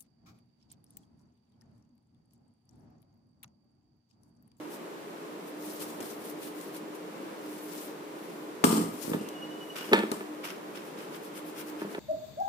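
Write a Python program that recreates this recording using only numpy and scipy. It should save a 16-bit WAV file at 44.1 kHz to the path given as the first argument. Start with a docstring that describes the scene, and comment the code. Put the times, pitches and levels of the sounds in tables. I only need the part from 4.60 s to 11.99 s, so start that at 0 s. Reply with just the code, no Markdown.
"""Flour is shaken through a metal sieve into a steel bowl: grains hiss through the mesh and patter on a heap.
Taps make the sieve thud, ring, tick and rattle, one of them hard; its strokes rasp on floury steel.
Knocked, the bowl cracks, rings and clatters; dragging metal gives a thin, swelling squeak.
Place: a small, hard-walled kitchen with a fan-like drone of coloured noise and wavering tones.
Microphone: a phone close above, two ports, brushed far left near 4.4 s; its limiter holds down the hardest blow."""
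import sys
import numpy as np
from scipy import signal
from scipy.fft import rfft, irfft, next_fast_len
from scipy.io import wavfile
from scipy.ndimage import uniform_filter1d

SR = 44100
rng = np.random.default_rng(int(sys.argv[2]) if len(sys.argv) > 2 else 0)


def unload_wav(signal):
    """Save mono or channel-first audio to the path in sys.argv[1] as 16-bit WAV at rate SR, clipped to [-1, 1]."""
    wavfile.write(
        sys.argv[1],
        SR,
        np.round(np.clip(np.atleast_2d(signal).T, -1, 1) * 32767).astype(np.int16),
    )


N = 326003
T = np.arange(N) / SR  # time [s]
FREQ = np.maximum(np.arange(N // 2 + 1) * SR / N, 1)  # spectrum axis [Hz]


def undb(db):
    """Decibels to gain."""
    return 10 ** (np.asarray(db) / 20)


def unit(x):
    """Scale to rms 1."""
    return x / np.sqrt(np.mean(x ** 2))


def on_log(hz, points):
    """Read (frequency [Hz], value) points on a log-frequency axis."""
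    f, value = np.transpose(points)
    return np.interp(np.log(hz), np.log(f), value)


def colour(x, points):
    """Filter a sound by a curve of (frequency [Hz], gain [dB]) points."""
    return irfft(rfft(x) * undb(on_log(FREQ, points)), N)


def butter(x, hz, kind, order=2):
    """Causal low-pass or high-pass."""
    sos = signal.butter(order, min(hz, SR / 2 - 1), kind, fs=SR, output="sos")
    return signal.sosfilt(sos, x)


def walk(rate):
    """Random wander with spread 1, heading for a new value rate times a second."""
    k = int(SR / rate)
    steps = np.repeat(rng.standard_normal(N // k + 1), k)
    return unit(uniform_filter1d(steps, k)[:N])


def diffuse(null_hz=850):
    """Spectrum of noise from all sides at two ports: alike in the bass, unrelated in the treble."""
    mid, side = rfft(rng.standard_normal((2, N)))
    alike = np.clip(0.95 * np.sinc(FREQ / null_hz), -1, 1)
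    mid, side = mid * np.sqrt(1 + alike), side * np.sqrt(1 - alike)
    return np.array([mid + side, mid - side])


def panned(x, pan_db):
    """Lean a sound to the left by pan_db."""
    return x * undb(np.array([[1], [-1]]) * pan_db / 2)


def ports(x, pan_db, lead_s):
    """Place a sound: louder at the left port by pan_db and earlier there by lead_s."""
    shift = np.exp(1j * np.pi * FREQ * np.array([[lead_s], [-lead_s]]))
    return panned(irfft(rfft(x) * shift, N), pan_db)


def add(track, s, sound):
    """Mix a sound into a track at time s."""
    i = int(s * SR)
    track[..., i:i + sound.shape[-1]] += sound[..., :max(N - i, 0)]


def ring(modes, sign=1):
    """Decaying modes after one blow, peak 1; a negative sign swings neighbouring modes in opposition."""
    t = T[:SR // 3]
    y = 0
    for k, (hz, width, db) in enumerate(modes):
        strength = sign ** k * undb(db) * width
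        y = y + strength * np.exp(-np.pi * width * t) * np.sin(2 * np.pi * hz * t)
    return y / np.abs(y).max()


def bounces(per_s=900):
    """Tiny contacts of loose metal, uneven in time and strength."""
    return (rng.random(N) < per_s / SR) * rng.uniform(-1.06, 1, N)


def swell(middle_s, half_s):
    """One smooth push: rises to 1 and falls again."""
    return np.exp(-np.abs((T - middle_s) / half_s) ** 2.2)  # 2 is a bell, more is flatter on top


# Kitchen reverberation: (frequency [Hz], time to fall by 60 dB [s])
ROOM_DECAY = [(150, .6), (400, .55), (1200, .5), (4000, .48), (14000, .42)]
# Standing waves between the walls: (frequency [Hz], time to fall by 60 dB [s], energy against the tail [dB])
STANDING_WAVES = [(109.5, .7, -30), (172, .45, -34), (205.5, .5, -31)]


def walls():
    """Impulse response of the hard kitchen walls: a diffuse tail and a few standing waves in the bass."""
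    t, noise, tail, waves = T[:SR], diffuse(), 0, 0
    centres = np.array(ROOM_DECAY)[:, 0]
    for (hz, t60), pick in zip(ROOM_DECAY, np.eye(len(ROOM_DECAY))):
        band = on_log(FREQ, np.c_[centres, pick])
        tail = tail + irfft(noise * band, N)[:, :SR] * np.exp(-np.log(1000) * t / t60)
    for hz, t60, db in STANDING_WAVES:
        wave = np.sin(2 * np.pi * hz * t) * np.exp(-np.log(1000) * t / t60)
        waves = waves + undb(db) * unit(wave)
    onset = np.clip(t / 0.00039 - .5, 0, 1)  # the walls answer just after the direct sound
    return (unit(tail) + waves) * onset / np.sqrt(SR)


def kitchen(x, room, wet_db, pan_db=0.0, lead_s=0.0):
    """The direct sound at both ports plus its reverberation, which leans less to one side."""
    echo = signal.fftconvolve(x[None], room, axes=1)[:, :N]
    return ports(x, pan_db, lead_s) + undb(wet_db) * panned(echo, pan_db / 2)


# Spectrum of the room's rush: (frequency [Hz], relative density [dB per Hz])
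RUSH_COLOUR = [(30, -29), (80, -34), (115, -22.5), (170, -4), (265, -4.5), (315, 1.5), (420, -0.5),
               (560, -4), (740, -9.5), (1000, -8), (1600, -15), (3000, -21.5), (5500, -28.5), (15000, -33)]
# Tones in the drone: (frequency [Hz], width at half amplitude [Hz], level [dB])
DRONE_TONES = [(174, 30, -68.5), (304.1, 5.5, -49), (420, 21, -55)]


def drone(around_db=-43, direct_db=-57, lead_s=-0.00038):
    """Fan-like rush from all round and straight from the right, swelling a little, with wavering tones."""
    rush = unit(colour(irfft(diffuse(), N), RUSH_COLOUR)) * undb(around_db)
    direct = butter(unit(colour(rng.standard_normal(N), RUSH_COLOUR)), 600, "high")
    rush = rush + ports(unit(direct) * undb(direct_db), 0, lead_s)
    rush = rush * undb(.4 * walk(5))
    air, tones = diffuse(), 0
    for hz, width, db in DRONE_TONES:
        resonance = 1 / (1 + ((FREQ - hz) / width * 2) ** 2)
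        tones = tones + undb(db) * unit(irfft(air * resonance, N))
    return rush + tones


# Thin squeak, swelling again and again: (time [s], pitch [Hz], level [dB])
SQUEAK_PATH = [(4.565, 2740, -66), (4.605, 2830, -55), (4.635, 2780, -65), (4.675, 2770, -57),
               (4.728, 2890, -68), (4.742, 2905, -54), (4.775, 2885, -51), (4.803, 2885, -62),
               (4.828, 2892, -47), (4.853, 2896, -47), (4.88, 2915, -68), (4.915, 2948, -49.5),
               (4.952, 2945, -57), (4.975, 2945, -54), (4.994, 2945, -69), (5.012, 2950, -51.5),
               (5.037, 2942, -50), (5.072, 2925, -72), (5.097, 2928, -52), (5.122, 2925, -53),
               (5.15, 2905, -70), (5.222, 2895, -49), (5.265, 2900, -63), (5.295, 2900, -57),
               (5.325, 2890, -62)]


def squeak(room, scratch_until_s=4.72, octave_db=-20, stutter_db=2.5):
    """Metal drags on metal: an unsteady tone with a weak octave swells as it catches, at first a scratch."""
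    s, hz, db = np.transpose(SQUEAK_PATH)
    waver = walk(900) * np.where(T < scratch_until_s, 0.06, 0.006)  # fraction of the pitch
    phase = 2 * np.pi * np.cumsum(np.interp(T, s, hz) * (1 + waver)) / SR
    grip = undb(np.interp(T, s, db)) * (T > s[0]) * (T < s[-1])
    tone = unit(np.sin(phase) + undb(octave_db) * np.sin(2 * phase))
    return kitchen(tone * grip * undb(stutter_db * walk(120)), room, wet_db=-15)


# Knocks of the bowl: (time [s], level over the first 10 ms [dB], contact hardness [Hz])
BOWL_KNOCKS = [(4.4779, -37, 700), (4.516, -33, 300), (4.5337, -30, 1890), (4.5401, -33.5, 350),
               (4.613, -41, 250), (5.287, -39, 350), (5.315, -23.5, 400), (5.324, -18.5, 500),
               (5.3319, -11, 3060), (5.3342, -16.5, 2000), (5.3378, -24, 4500), (5.3427, -16, 700),
               (5.372, -29, 900), (5.379, -28, 1200), (5.3886, -29.5, 2500), (5.397, -31, 700),
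               (5.4334, -27, 800), (5.519, -30, 700), (5.608, -36, 1506), (7.216, -30, 520),
               (7.246, -32.5, 300), (7.3479, -34, 2190), (7.379, -34, 395)]
# Modes of the steel bowl, damped by the flour: (frequency [Hz], width [Hz], height in the spectrum [dB])
BOWL_MODES = [(205, 22, 7), (316, 36, 6), (412, 70, 6.5), (510, 170, 1), (610, 90, -1), (849, 28, -3),
              (919, 24, -1), (1238, 80, -4), (1366, 55, -5), (1506, 45, -5), (1737, 42, 1), (2450, 480, -9),
              (3360, 130, -10), (3675, 65, -7.5), (4220, 220, -17), (4580, 110, -20)]


def bowl(room, crack_db=-14, crack_s=0.0076, clatter_db=-23, clatter_s=0.03, spread_db=1.5):
    """A knock cracks, rings its own mix of modes and clatters; a soft contact reaches only the low modes."""
    out, t = np.zeros(N), T[:SR // 3]
    chatter = unit(butter(rng.standard_normal(N) * undb(4 * walk(700)), 1100, "high"))
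    clatter = signal.fftconvolve(bounces(), ring(BOWL_MODES, sign=-1.045))[:N]
    clatter = unit(butter(clatter, 800, "high"))
    spots = spread_db * rng.standard_normal((len(BOWL_KNOCKS), len(BOWL_MODES)))
    for (s, db, hard_hz), spot in zip(BOWL_KNOCKS, spots):
        struck = [(hz, width, mode_db + shift) for (hz, width, mode_db), shift in zip(BOWL_MODES, spot)]
        start = int(s * SR)
        crack = np.roll(chatter, -start)[:len(t)] * np.exp(-t / crack_s)
        loose = np.roll(clatter, -start)[:len(t)] * np.exp(-t / clatter_s)
        blow = ring(struck, sign=-1.012) + undb(crack_db) * crack + undb(clatter_db) * loose
        blow = butter(butter(blow, hard_hz, "low", order=1), 4 * hard_hz, "low", order=1)
        add(out, s, undb(db) * blow / np.std(blow[:SR // 100]))
    return kitchen(butter(out, 165, "high", order=3), room, wet_db=-13, pan_db=0.5, lead_s=-0.0002)


# Taps on the sieve: (time [s], thud [dB], frame ring [dB], mesh tick [dB], mesh rattle [dB])
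SIEVE_TAPS = [(1.196, -45, -60, -41, -54), (1.212, -29.5, -58, -42, -54), (1.222, -49, -58, -38, -63),
              (1.405, -57.5, -60, -36, -50.5), (1.410, -57, -60, -39, -66), (1.427, -57, -60, -39, -72),
              (2.012, -52, -55, -39.5, -58), (4.0401, -11, -0.5, -16, -60), (4.0424, 3.5, -4, -6, -16.5),
              (4.0466, 7.5, -19, -27, -60), (4.07, -1.5, -22, -28, -55), (4.128, -6.5, -30, -25, -59),
              (4.215, -15, -31, -40, -55), (4.447, -26, -66, -49, -48), (4.479, -21, -55, -60, -70),
              (4.498, -20, -55, -60, -68), (4.517, -15, -55, -60, -62), (4.5465, -14, -50, -55, -70),
              (4.566, -22, -55, -60, -70), (4.611, -24, -55, -60, -53), (4.688, -53, -58, -35, -73),
              (5.3332, -37, -52, -26.5, -40.5), (5.5166, -19.5, -25.5, -26, -44),
              (6.388, -60, -52, -46, -70)]
# Dull body of sieve and flour: (frequency [Hz], width [Hz], height in the spectrum [dB])
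THUD_MODES = [(176, 40, -3), (248, 60, -1), (308, 70, 1), (372, 70, -4)]
# Sieve frame: (frequency [Hz], width [Hz], height in the spectrum [dB])
FRAME_MODES = [(684, 18, 18), (955, 80, 13), (1122, 24, 15), (1177, 22, 28.5), (1251, 32, 22),
               (1950, 900, 3)]
# Thin rings of the taut wires: (frequency [Hz], width [Hz], height in the spectrum [dB])
WIRE_MODES = [(2971, 6, -4), (4101, 6, -4), (4420, 6, -4), (5544, 6, -4), (6191, 6, -7), (6934, 6, -8),
              (8330, 8, -2), (8448, 7, 0), (8582, 9, -3), (8658, 8, -3), (8909, 7, -2), (10067, 7, -6),
              (10923, 7, -6)]
# Rattle of the wire mesh: (frequency [Hz], relative level [dB])
MESH_COLOUR = [(100, -50), (500, -9), (1000, 11.5), (2200, -8.5), (3000, 1.5), (3800, -5), (4200, -2),
               (4900, -1), (5500, 0.5), (6400, -6), (7200, 3), (7900, -0.5), (8450, 9), (9200, -4),
               (11200, 0), (15000, -6.5)]


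def sieve(room, tick_s=0.0023, rattle_s=0.064, wire_db=-4, loose_db=-1.5, rumble_db=-4):
    """A tap thuds in the loaded sieve; frame and wires ring, loose metal bounces, mesh ticks and rattles."""
    body, rim, tick, rattle = np.zeros((4, N))
    thud, frame, zing = ring(THUD_MODES), ring(FRAME_MODES), ring(WIRE_MODES)
    for s, thud_db, frame_db, tick_db, rattle_db in SIEVE_TAPS:
        add(body, s, undb(thud_db) * thud)
        add(rim, s, undb(frame_db) * frame + undb(rattle_db + wire_db) * zing)
        add(tick, s, undb(tick_db) * np.exp(-T[:SR] / tick_s))
        add(rattle, s, undb(rattle_db) * np.exp(-T[:SR] / rattle_s))
    # loose contacts keep striking frame and body while the rattle dies away
    rim = rim + undb(loose_db) * signal.fftconvolve(rattle * bounces(), frame)[:N]
    body = body + undb(rumble_db) * signal.fftconvolve(rattle * bounces(), thud)[:N]
    body = butter(body, 185, "high", order=3)
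    tick = tick * unit(butter(rng.standard_normal(N), 900, "high"))
    grains = rng.standard_normal((2, N)) * undb(2 * rng.standard_normal(N))
    jolted = rattle * unit(colour(grains, MESH_COLOUR)) * undb(1.2 * walk(200))
    return (kitchen(body, room, wet_db=-7, pan_db=-2, lead_s=0.00049)
            + kitchen(rim, room, wet_db=-7.5, pan_db=8, lead_s=0.00041)
            + kitchen(tick, room, wet_db=-15, pan_db=7, lead_s=.0003)
            + panned(jolted, pan_db=3.0))


# Strokes of the sieve rubbing in the bowl: (time [s], level [dB], rise [s], fall to 1/e [s])
RUB_STROKES = [(5.153, -41, 0.0074, 0.15), (5.830, -37, 0.018, 0.043), (5.882, -49, 0.021, 0.017),
               (6.145, -44, 0.014, 0.038), (6.37, -48.5, 0.013, 0.057)]


def strokes():
    """Force of the rubbing strokes: each rises quickly and dies away."""
    force = 0
    for s, db, rise, fall in RUB_STROKES:
        attack = np.clip((T - s) / rise, 0, 1)
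        force = force + undb(db) * attack * np.exp(-np.maximum(T - s - rise, 0) / fall)
    return force


# Quick shakes of the sieve, about nine a second: (middle time [s], flour level [dB], rubbing level [dB])
SIEVE_SHAKES = [(6.275, -57, -66), (6.425, -64, -70), (6.548, -52.5, -52.5), (6.657, -52, -65),
                (6.772, -49, -48.5), (6.883, -51.5, -66), (6.995, -44.5, -45.5), (7.089, -50.5, -61),
                (7.215, -53.5, -51.5), (7.322, -52.5, -65)]


def shakes(column, half_s=0.032):
    """Pushes of the shaking hand, at the levels in one column of the table."""
    return sum(undb(row[column]) * swell(row[0], half_s) for row in SIEVE_SHAKES)


# Rasp of the rubbing: (frequency [Hz], relative level [dB])
RASP_COLOUR = [(400, -21), (1000, -5), (1450, 1), (1800, -6), (2300, -3.5), (3200, -4.5), (4200, -16.5),
               (5100, -9.5), (6500, -18), (15000, -31)]


def rubs(rough_db=2.5):
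    """With each stroke and shake the metal catches and slips on the floury steel."""
    force = strokes() + shakes(column=2)
    rasp = unit(colour(irfft(diffuse(), N), RASP_COLOUR))
    return rasp * force * undb(rough_db * walk(250))


def heap(middle_s=1.4, half_s=0.51, level_db=-48, lumps_db=3.5):
    """The main fall of flour lands on the heap with a soft, lumpy, dull patter."""
    patter = butter(irfft(diffuse(), N), 190, "high", order=3)
    patter = butter(patter, 520, "low")
    return unit(patter * undb(lumps_db * walk(25.16))) * undb(level_db) * swell(middle_s, half_s)


# Centres of the bands that waver separately: frequency [Hz]
FLICKER_CENTRES = [3000, 5500, 8000, 11000, 14500]


def flicker(x, depth_db=1.7, per_s=45):
    """Each band of a hiss wavers on its own, so that its colour keeps shifting."""
    size = next_fast_len(N, True)
    spectrum = rfft(x, size)
    hz = np.maximum(np.arange(size // 2 + 1) * SR / size, 1)
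    out = 0
    for pick in np.eye(len(FLICKER_CENTRES)):
        share = on_log(hz, np.c_[FLICKER_CENTRES, pick])
        band = irfft(spectrum * share, size)[:, :N]
        out = out + band * undb(depth_db * walk(per_s))
    return out


# Spurts of flour through the mesh; the far-left ones near 4.4 s are brushing hiss, perhaps a finger on
# the phone: (middle time [s], level [dB], half length [s], left minus right [dB])
HISS_SPURTS = [(0.138, -49, 0.036, 4), (0.882, -54.5, 0.036, 4), (1.099, -44.5, 0.09, 2),
               (1.219, -44, 0.015, 2), (1.27, -48.5, 0.1, 2), (1.486, -46, 0.075, 3), (1.612, -56, .016, 3),
               (1.677, -45.5, 0.047, 3), (1.847, -45, 0.051, 2), (2.023, -51, 0.08, 6),
               (2.162, -46, 0.029, 2), (2.356, -51, .011, 4), (2.954, -50, 0.12, 2.5),
               (3.198, -45, .11, 4.5), (3.68, -62.5, 0.2, 15), (4.38, -52, 0.071, 13),
               (4.444, -45, 0.034, 11.5), (4.521, -48, 0.065, 13.5), (5.2, -57, 0.24, 5),
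               (5.58, -62, 0.1, 8)]
# Hiss of the flour, shared by the brushing: (frequency [Hz], relative level [dB])
HISS_COLOUR = [(400, -13), (1500, -4), (3000, -1), (5500, 0.5), (7000, -0.5), (9000, 2), (12000, 3),
               (15000, 1.5)]


def flour_and_brushing(shed_db=-7.5, trickle_db=-68, crumbs_per_s=400, crumb_db=15):
    """Grains and crumbs patter through the mesh in spurts, shakes and a trickle; a like hiss is brushing."""
    spurts = sum(panned(undb(db) * swell(s, half_s), pan_db) for s, db, half_s, pan_db in HISS_SPURTS)
    shaken = shakes(column=1) + undb(shed_db) * strokes()  # each stroke sheds flour too
    flow = np.hypot(spurts + panned(shaken, 7), undb(trickle_db))
    clumps_db = 2.5 * rng.standard_normal(N) + 1.1 * walk(99)  # grain by grain, and slower
    grains = rng.standard_normal((2, N)) * undb(clumps_db)
    crumbs = (rng.random(N) < crumbs_per_s / SR) * rng.standard_normal((2, N)) * undb(crumb_db)
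    return unit(flicker(colour(grains + crumbs, HISS_COLOUR))) * flow


def scene():
    """Everything at the two ports."""
    room = walls()
    return drone() + squeak(room) + bowl(room) + sieve(room) + rubs() + heap() + flour_and_brushing()


def record(dry, ceiling_db=-11.5, release_db_per_s=95, round_at=.8, top_hz=15450):
    """The limiter ducks at once and recovers steadily; peaks are rounded, deep bass and top are cut."""
    loudness = uniform_filter1d(np.abs(dry), size=88, axis=1).max(axis=0)  # 2 ms mean, louder port
    over = np.maximum(20 * np.log10(np.abs(loudness) + 1e-9) - ceiling_db, 0)
    # a running maximum on a rising ramp: the gain comes back at a fixed rate
    ramp = release_db_per_s * T
    duck_db = np.maximum.accumulate(over + ramp) - ramp
    held = round_at * np.tanh(dry * undb(-duck_db) / round_at)
    held = butter(held, 75, "high")
    return signal.sosfilt(signal.ellip(10, .2, 70, top_hz, fs=SR, output="sos"), held)


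dry = scene()
out = record(dry)
unload_wav(out)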